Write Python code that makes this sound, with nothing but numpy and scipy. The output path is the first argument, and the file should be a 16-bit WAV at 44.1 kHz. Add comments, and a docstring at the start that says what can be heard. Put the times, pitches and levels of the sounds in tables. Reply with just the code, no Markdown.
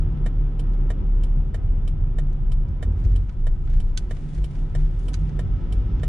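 """Car at a junction, from inside

Stereo microphone at the dashboard. The car slows, jolts over seams, crosses loose grit and pulls away.
The engine drones and whirrs under the road rumble, and the rolling tyres hum. Below the floor, grit
hisses in the wheel arches and stones strike the underside. Close by, the indicator relay goes tick-tock."""
import sys
import numpy as np
from scipy import signal
from scipy.fft import rfft, irfft, next_fast_len
from scipy.io import wavfile
from scipy.ndimage import map_coordinates

SR = 44100
rng = np.random.default_rng(int(sys.argv[2]) if len(sys.argv) > 2 else 0)


def file_out(sig):
    """Save sig as 16-bit WAV at sys.argv[1]."""
    # one column per channel
    cols = np.atleast_2d(sig).T
    # limit, then scale
    lim = np.clip(cols, -1, 1)
    pcm = np.round(lim * 32767).astype(np.int16)
    wavfile.write(sys.argv[1], SR, pcm)


N = 268128

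# Cabin resonances. Each row: centre in Hz, width in Hz, lift in dB.
CABIN_RESONANCES = [(81.4, 31, 4), (189, 26, 3), (243, 10, 3), (358.5, 19, 3), (883, 73, 9), (982, 30, 6.5),
                    (1282, 62, 6.5), (1525, 32, 5), (2916, 70, 6.5), (3360, 70, 6), (3620, 130, 3.5),
                    (5330, 120, -1)]
# How alike the cabin noise is left and right. Each row: frequency in Hz, likeness from 0 to 1.
STEREO_LIKENESS = [(30, 0.93), (80, 0.96), (150, 0.87), (280, 1), (550, 0.85), (1000, 0.076), (2500, 0.49),
                   (8000, .05)]
# Noise colours at the microphone. Each row: frequency in Hz, relative spectral level in dB.
RUMBLE_SPECTRUM = [(14, -37.5), (22, -13.5), (30, 1.5), (47, 2.5), (61, -11), (88, -7.5), (130, -12.5),
                   (170, -24.5), (220, -39), (370, -120)]  # suspension
BODY_SPECTRUM = [(94, -23.5), (160, -3), (231, -10), (295, -13), (366, -15.5), (481, -21.5), (560, -28),
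                 (730, -63), (1230, -120)]  # body panels
ROAR_SPECTRUM = [(290, -32), (500, -11.5), (538, -0.5), (629, -5), (773, -1.5), (926, -14), (996, -5.5),
                 (1080, -10), (1320, -11), (1800, -15.5), (3180, -25), (3420, -27), (4570, -44.5),
                 (5220, -37.5), (9000, -58), (11700, -82.5), (19800, -120)]  # tread on asphalt
WHIRR_SPECTRUM = [(900, -35), (1150, -6), (1300, 6.5), (1500, -4.5), (2400, -4.5), (3050, -7.5),
                  (3450, -7.5), (4200, -14.5), (5400, -12), (7000, -23.5), (10000, -30), (13000, -56)]  # belts and valve gear
GRIT_SPECTRUM = [(880, -36.5), (1500, -2.5), (1970, -1.5), (2540, -5.5), (3400, -7.5), (5000, -10),
                 (6450, -11), (9830, -15.5), (10800, -21.5), (14000, -51), (22000, -120)]  # gritty hiss
STONE_SPECTRUM = [(300, -38.5), (800, -25.5), (1150, -12), (1400, -8.5), (2000, -5.5), (2600, -6),
                  (3450, -8), (4400, -2.5), (5200, -5), (6250, -3), (7800, -7), (10300, -10.5),
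                  (11200, -30.5), (15000, -35.5)]  # a stone's crack
TOCK_SPECTRUM = [(350, -26), (520, 0.5), (720, 0), (850, -2), (1400, 3), (1850, 9), (2500, -1.5),
                 (3400, -1), (4400, -3.5), (7700, -5), (10300, -7.5), (11300, -19), (14000, -24.5),
                 (16000, -36)]  # relay contacts closing
TICK_SPECTRUM = [(400, -33), (900, 7), (1900, -3), (2600, 4), (3300, 3.5), (4000, 1), (4550, -1),
                 (5400, 1.5), (6300, -8), (7500, -1.5), (10300, -1.5), (11300, -16.5), (14500, -19.5),
                 (16000, -32.5)]  # relay contacts opening
# Levels along the drive. Each row: time in seconds, level in dB.
SUSPENSION_LEVEL = [(0, -22), (.45, -29), (1.3, -25.5), (2.05, -22.5), (2.25, -26.5), (2.72, -23),
                    (2.8, -31), (2.88, -22), (3.15, -21), (3.3, -26), (3.5, -24), (3.85, -24), (4.2, -30.5),
                    (4.6, -28.5), (5.5, -23.5), (6.08, -26)]  # set by how uneven the road is
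SURFACE_DRIVE = [(0.0, -45), (0.49, -46), (0.77, -45), (1.25, -46.5), (2.63, -49), (2.98, -47.5),
                 (3.18, -51), (3.49, -51), (3.82, -50), (4.97, -48.5), (5.09, -47), (5.69, -45.5),
                 (5.95, -45), (6.05, -45.5)]  # how hard the surface drives the tyres, taken relative to its mean
ENGINE_LEVEL = [(0, -21), (2.6, -20.5), (2.85, -32), (3.35, -29), (3.48, -17.5), (3.62, -23), (3.77, -15.5),
                (3.97, -26.5), (4.25, -31), (4.6, -25.5), (4.8, -17.5), (4.97, -23), (5.21, -24.5),
                (5.8, -23.5), (6.08, -30.5)]  # steady on the approach, uneven across the junction
SAND_FILM_LEVEL = [(2.6, -86.5), (3.05, -73.5), (3.45, -73.5), (3.9, -67), (4.55, -65.5), (5.3, -69.5),
                   (6.08, -85)]  # thin sand over the whole junction
SOFTENING = [(0, 0), (1.3, -1), (2.2, -1.5), (2.85, -0.5), (3.4, -4), (4.1, -1.5), (4.8, .5)]  # the clicks and the whirr soften for a moment
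# Tyre hum. Each row: time in seconds, pitch in Hz, level in dB.
TYRE_HUM = [(0, 148.2, -31.5), (.35, 146.3, -34), (.7, 137.3, -33.5), (1.1, 140.5, -44),
            (1.5, 148.1, -35.5), (1.8, 145.8, -45), (2.1, 146.4, -33.5), (2.6, 139.9, -35.5),
            (2.82, 140, -43), (3.4, 139.8, -53.5), (3.7, 143, -36.5), (4.02, 146.2, -46),
            (4.15, 147.9, -35.5), (4.4, 148.1, -34.5), (4.6, 149.1, -35), (4.78, 147, -27.5),
            (5.04, 151.1, -41), (5.26, 151.7, -31.5), (5.42, 146.8, -40), (5.54, 146, -33.5),
            (5.85, 145.3, -46.5), (6.05, 149, -32.5)]
# Engine speed. Each row: time in seconds, firing rate in Hz.
FIRING_RATE = [(0, 35.78), (.7, 35.34), (1.3, 33.94), (2.02, 31), (3.5, 27.45), (4.45, 27.49), (4.85, 33.8),
               (5.21, 43.57), (5.72, 50.4), (6.08, 58.58)]
# Wheels over seams. Each row: start in seconds, level in dB, boom in Hz, length and attack in seconds.
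SEAM_JOLTS = [(2.826, -21, 83.3, 0.13, .015), (2.859, -15.5, 42.6, 0.077, .012),
              (2.986, -21, 40, 0.053, .012), (3.041, -13.5, 89, 0.032, .008),
              (3.061, -11.5, 44.85, .2, .006), (3.099, -25, 91.3, 0.12, .015),
              (3.664, -21, 43.66, 0.16, .017), (4.365, -16.5, 47.3, .11, .017)]
# Patches of gritty hiss; the last is a brief, thin, high hiss.
# Each row: start and length in seconds, level in dB, brightness in dB per octave.
HISS_PATCHES = [(2.878, 0.29, -62, -2.5), (3.577, 0.16, -59.5, -1.5), (4.01, 0.42, -64, 0.5),
                (4.676, 0.13, -58, -2.5), (4.907, 0.16, -62.5, 5.5)]
# Stones on the underside. Each row: start in seconds, level in dB, left over right in dB,
# brightness in dB per octave, place from floor pan (0) to wheel arch (1).
STONE_HITS = [(0.171, -50, 3, -12.5, 0.37), (0.734, -55.5, -3, -4.5, 0.36), (2.327, -56.5, -1, -2, 0.49),
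              (2.684, -59, -4, -3, 0.48), (3.039, -55, -1, -0.5, 0.48), (3.0487, -46, 0, -7, 0.61),
              (3.293, -44, -5, -11, 0.53), (3.674, -47, -5, -14, 0.47), (3.735, -50, -4, -10, .5),
              (3.9737, -25.5, -3.5, -0.5, 0), (4.023, -51, -3, -10, 0.56), (4.166, -46, -5, -9.5, .5),
              (4.347, -56, -1, 3.5, 0.69), (4.554, -47.5, -6, -11, .5), (4.695, -58.5, 0, -4.5, 0.54),
              (4.991, -58, -2, 4, 0.72), (5.133, -42.5, 4, -2.5, 0.75), (5.1403, -32, -4, -3.5, 0.93),
              (5.292, -46.5, -4, -8.5, 0.49), (5.995, -46.5, 5, -10.5, .5)]
# Ringing parts. Each row: frequency in Hz, level in dB, seconds to fall 60 dB, left over right in dB.
FLOOR_PAN_MODES = [(1520, -14, .05, -2), (2700, -15, .035, -2), (3074, -9.5, .04, -1), (3451, -5, .04, 1),
                   (3890, -12, .045, 0), (4220, -11, .03, -2), (4549, -12.5, .05, -2), (4899, -14, .036, 3),
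                   (5800, -11, .025, 0), (6390, -9, .032, 1), (6830, -14, .03, 0), (7400, -13, .032, 5),
                   (8000, -13, .025, 3)]
WHEEL_ARCH_MODES = [(1280, -16, .05, 0), (1500, -11, .04, -2), (2256, -15, .04, 0), (3000, -13, .03, -2),
                    (4000, -9, .028, 0), (4950, -10, .035, 2), (5970, -5.5, .04, 0), (6680, -7, .035, 0),
                    (8100, -9, .04, 2), (9850, -10, .035, 3)]
TOCK_MODES = [(470, -28.5, .042, -2.5), (614, -33.5, .055, -4.5), (715, -37.5, .06, -9),
              (977, -42.5, .05, 1), (1162, -47.5, .06, -8), (1400, -48, .06, 1), (1570, -48.5, .05, -3),
              (1700, -41, .038, -5), (1837, -36.5, .05, -1), (2130, -47.5, .06, .5), (2345, -51, .07, -2),
              (3000, -48, .06, -4), (3075, -51, .06, -8), (3620, -51, .07, -2), (3810, -56, .06, -6),
              (5470, -54, .05, -1.5), (7180, -53, .055, -3.5), (7600, -55, .055, -1), (9300, -53, .05, 3)]  # relay closing
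TICK_MODES = [(460, -36.5, .04, -3.5), (715, -46.5, .06, -5.5), (1830, -58, .07, -.5),
              (2314, -54.5, .08, -.5), (2740, -54, .07, -5), (3058, -41.5, .036, -6), (3300, -51, .035, -4),
              (3445, -54, .06, -1.5), (3680, -52, .04, -4), (3950, -53.5, .04, -8), (5259, -54.5, .044, -7),
              (7526, -55, .04, -4), (9324, -58, .04, 12)]  # relay opening
# Where the relay's snap sits in the stereo picture. Each row: frequency in Hz, left over right in dB.
SNAP_BALANCE = [(1000, -7.5), (5500, 0.5), (7500, -2.5), (9500, 3.5)]


def amp(db):
    """Decibels to gain."""
    return 10 ** (np.asarray(db) / 20)


def unit(x):
    """Scale to rms 1."""
    return x / np.sqrt(np.mean(x ** 2) + 1e-20)


def along(points, hz):
    """Read (Hz, value) points on a log frequency axis."""
    freqs, values = np.transpose(points)
    return np.interp(np.log(hz + 1), np.log(freqs + 1), values)


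def curves(rows):
    """One value per sample for each column after the time."""
    times, *columns = np.transpose(rows)
    return [np.interp(np.arange(N) / SR, times, column) for column in columns]


def wobble(rate):
    """A smooth random curve, rate knots a second."""
    return map_coordinates(rng.standard_normal(int(N * rate / SR) + 4), [np.arange(N) * rate / SR])


def filtered(x, response):
    """Filter x by a gain given as a function of Hz."""
    n = x.shape[-1]
    padded = next_fast_len(n + 8192)
    return irfft(rfft(x, padded) * response(np.fft.rfftfreq(padded, 1 / SR)), padded)[..., :n]


def tilted(rows, db_per_octave):
    """Brighten or dull a spectrum or a set of modes about 3 kHz."""
    return [(hz, db + db_per_octave * np.log2(hz / 3000), *rest) for hz, db, *rest in rows]


def resonance(hz, centre, width):
    """A bell-shaped peak of height 1."""
    return 1 / (1 + (2 * (hz - centre) / width) ** 2)


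def pan(db):
    """Left and right gains; positive dB leans left."""
    return amp([[db / 2], [-db / 2]])


def add(track, start, sound):
    """Mix a sound into the track at start seconds."""
    part = track[:, max(round(start * SR), 0):]
    part[:, :sound.shape[-1]] += sound[..., :part.shape[-1]]


def cabin_noise(spectrum):
    """Stereo noise of rms 1, coloured by the cabin's resonances, near mono in the bass."""
    def colour(hz):
        lift_db = sum(db * resonance(hz, centre, width) for centre, width, db in CABIN_RESONANCES)
        spread = np.arccos(np.clip(along(STEREO_LIKENESS, hz), 0, 1)) / 2
        return amp(along(spectrum, hz) + lift_db) * [np.cos(spread), np.sin(spread)]
    mid, side = filtered(rng.standard_normal((2, N)), colour)
    return unit(np.array([mid + side, mid - side]))


def burst(spectrum, t60, attack, tilt_db=0):
    """A click scattered by the cabin's close walls into a short dense tail."""
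    t = np.arange(SR // 10) / SR
    octaves = lambda hz: np.log2(np.maximum(hz, 1200) / 3000)
    colour = lambda hz: amp(along(spectrum, hz) + tilt_db * octaves(hz))
    noise = unit(filtered(rng.standard_normal((2, len(t))), colour))
    return noise * amp(-60 * t / t60) * (1 - np.exp(-t / attack))


def ring(modes, attack):
    """Damped modes of alternating sign, each reaching left and right at its own strength and phase."""
    t = np.arange(SR // 10) / SR
    tones = 0
    for i, (hz, db, t60, side_db) in enumerate(modes):
        phase = np.pi * i + rng.normal(0, 0.14) * np.array([[1], [-1]])
        tones += pan(side_db) * amp(db - 60 * t / t60) * np.sin(2 * np.pi * hz * t + phase)
    return tones * (1 - np.exp(-t / attack))


def cabin_drone():
    """Far back in the mix, a faint, fuzzy note that holds its pitch whatever the road does."""
    note = filtered(rng.standard_normal(N), lambda hz: resonance(hz, centre=357, width=24))
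    return amp(-58.5) * unit(note)


def whirr():
    """Belts and valve gear whirr through the bulkhead, louder as the engine speeds up."""
    hz, = curves(FIRING_RATE)
    speed_db = 7.5 * np.log2(hz / hz[0])
    return amp(-63.5 + speed_db) * cabin_noise(WHIRR_SPECTRUM)


def road():
    """Unevenness shakes the suspension; the surface's grain drives the panels and makes the tread roar."""
    shake_db, = curves(SUSPENSION_LEVEL)
    drive_db, = curves(SURFACE_DRIVE)
    drive_db -= drive_db.mean()
    flutter_db = .5 * wobble(12)
    rumble = amp(shake_db + 1.2 * wobble(9)) * cabin_noise(RUMBLE_SPECTRUM)
    body = amp(-40.5 + 1.2 * drive_db + flutter_db) * cabin_noise(BODY_SPECTRUM)
    roar = amp(-55 + 0.78 * drive_db + flutter_db) * cabin_noise(ROAR_SPECTRUM)
    return rumble + pan(-0.21) * body + pan(0.32) * roar


def tyre_hum():
    """A wavering tone from the rolling tyres, roughened by uneven tread, a little right of centre."""
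    hz, db = curves(TYRE_HUM)
    phase = 2 * np.pi * np.cumsum(hz) / SR + .4 * wobble(11)
    waver_db = wobble(9)
    left_lead = 0.26 * np.array([[1], [-1]])
    tread = unit(np.abs(1 + .45 * (wobble(30) + 1j * wobble(30))))
    return np.sqrt(2) * pan(-2.5) * amp(db + waver_db) * tread * np.sin(phase + left_lead)


def engine():
    """The firing order booms in the cabin; its overtones grow as the engine speeds up."""
    hz, = curves(FIRING_RATE)
    db, = curves(ENGINE_LEVEL)
    phase = 2 * np.pi * np.cumsum(hz) / SR + 0.18 * wobble(14)
    load_db = 16 * np.log2(hz / hz[0])
    second = amp(-18.5 + load_db + 0.58 * wobble(29)) * np.sin(2 * phase)
    third = amp(-33.5 + load_db + 5.3 * wobble(2.7)) * np.sin(3 * phase + np.pi)
    return np.sqrt(2) * amp(db + 1.9 * wobble(8.9)) * (np.sin(phase) + second + third)


def jolts(damping_db_per_s=10.5):
    """Each seam sets the car's body booming for a few cycles and shakes the panels."""
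    out, panels = np.zeros((2, N)), cabin_noise(BODY_SPECTRUM)
    for start, db, hz, length, attack in SEAM_JOLTS:
        t = np.arange(int(length * SR)) / SR
        swell = np.tanh(t / attack) * np.tanh(2 * np.pi * (1 - t / length)) * amp(-damping_db_per_s * t)
        shake = amp(-23.5) * panels[:, round(start * SR):][:, :len(t)] * np.exp(-t / 0.087)
        add(out, start, amp(db) * swell * (np.sin(2 * np.pi * hz * t) + shake))
    return out


def grit(attack_s=0.2, release_s=0.081, grains_per_s=130, grain_fade_s=.005):
    """A film of sand sprays the wheel arches in tiny impacts; patches of hiss build and fade over it."""
    t = np.arange(N) / SR
    film_db, = curves(SAND_FILM_LEVEL)
    hiss = amp(film_db) * cabin_noise(GRIT_SPECTRUM)
    for start, length, db, bright_db in HISS_PATCHES:
        rise = np.clip((t - start) / attack_s, 0, 1)
        fall = np.exp(-np.maximum(t - start - length, 0) / release_s)
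        hiss += amp(db) * rise * fall * cabin_noise(tilted(GRIT_SPECTRUM, bright_db))
    impacts = rng.random(N) < grains_per_s / SR
    clump_db = 2 * wobble(18)
    scatter_db = 3.6 * np.minimum(rng.exponential(size=N), 2.5)
    grains = impacts * amp(clump_db + scatter_db)
    power = np.abs(signal.fftconvolve(grains ** 2, np.exp(-t[:SR // 20] / grain_fade_s))[:N])
    crackle = unit(np.sqrt(power + power.mean()))
    return pan(0.61) * amp(1.2 * wobble(12)) * crackle * hiss


def stones():
    """Single stones crack and ring the floor pan or a wheel arch, some dull, some bright."""
    out = np.zeros((2, N))
    for start, db, side_db, bright_db, place in STONE_HITS:
        crack = amp(2.5) * burst(STONE_SPECTRUM, t60=.022, attack=.0015, tilt_db=bright_db)
        tail = amp(-5.5) * burst(STONE_SPECTRUM, t60=.057, attack=.004, tilt_db=bright_db)
        floor = (1 - place) * ring(tilted(FLOOR_PAN_MODES, bright_db), attack=.0012)
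        arch = place * ring(tilted(WHEEL_ARCH_MODES, bright_db), attack=.0012)
        add(out, start, amp(db) * pan(side_db) * (crack + tail + floor + arch))
    return out


def snap(spectrum):
    """The broadband snap of the relay contacts; its top treble favours the left."""
    sides = lambda hz: amp(along(SNAP_BALANCE, hz) * np.array([[.5], [-.5]]))
    return filtered(burst(spectrum, t60=.07, attack=.0022), sides)


def indicator(blink_s=.64125, first_tock_s=.2602, first_tick_s=.5932):
    """Close up in the dashboard, a relay closes and opens on a steady timer, nearly alike every time."""
    tock, tick = amp(-40.5) * snap(TOCK_SPECTRUM), amp(-44.5) * snap(TICK_SPECTRUM)
    tock_ring, tick_ring = ring(TOCK_MODES, attack=.0027), ring(TICK_MODES, attack=.0014)
    out = np.zeros((2, N))
    for start in np.arange(0, N / SR, blink_s):
        closing, opening = amp(rng.normal(0, 1.1, 2))  # the contacts bounce differently each time
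        tock_chatter, tick_chatter = amp(-45.5) * snap(TOCK_SPECTRUM), amp(-47.5) * snap(TICK_SPECTRUM)
        add(out, start + first_tock_s, tock + closing * tock_ring + tock_chatter)
        add(out, start + first_tick_s, tick + opening * tick_ring + tick_chatter)
    return out


def scene():
    """Everything as heard from the dashboard."""
    soften_db, = curves(SOFTENING)
    driving = engine() + tyre_hum() + cabin_drone() + road()
    underside = jolts() + grit() + stones()
    return driving + underside + amp(soften_db) * (indicator() + whirr())


def record(dry, top_hz=15700):
    """The recorder keeps nothing above its band limit."""
    return filtered(dry, lambda hz: hz < top_hz)


dry = scene()
out = record(dry)
file_out(out)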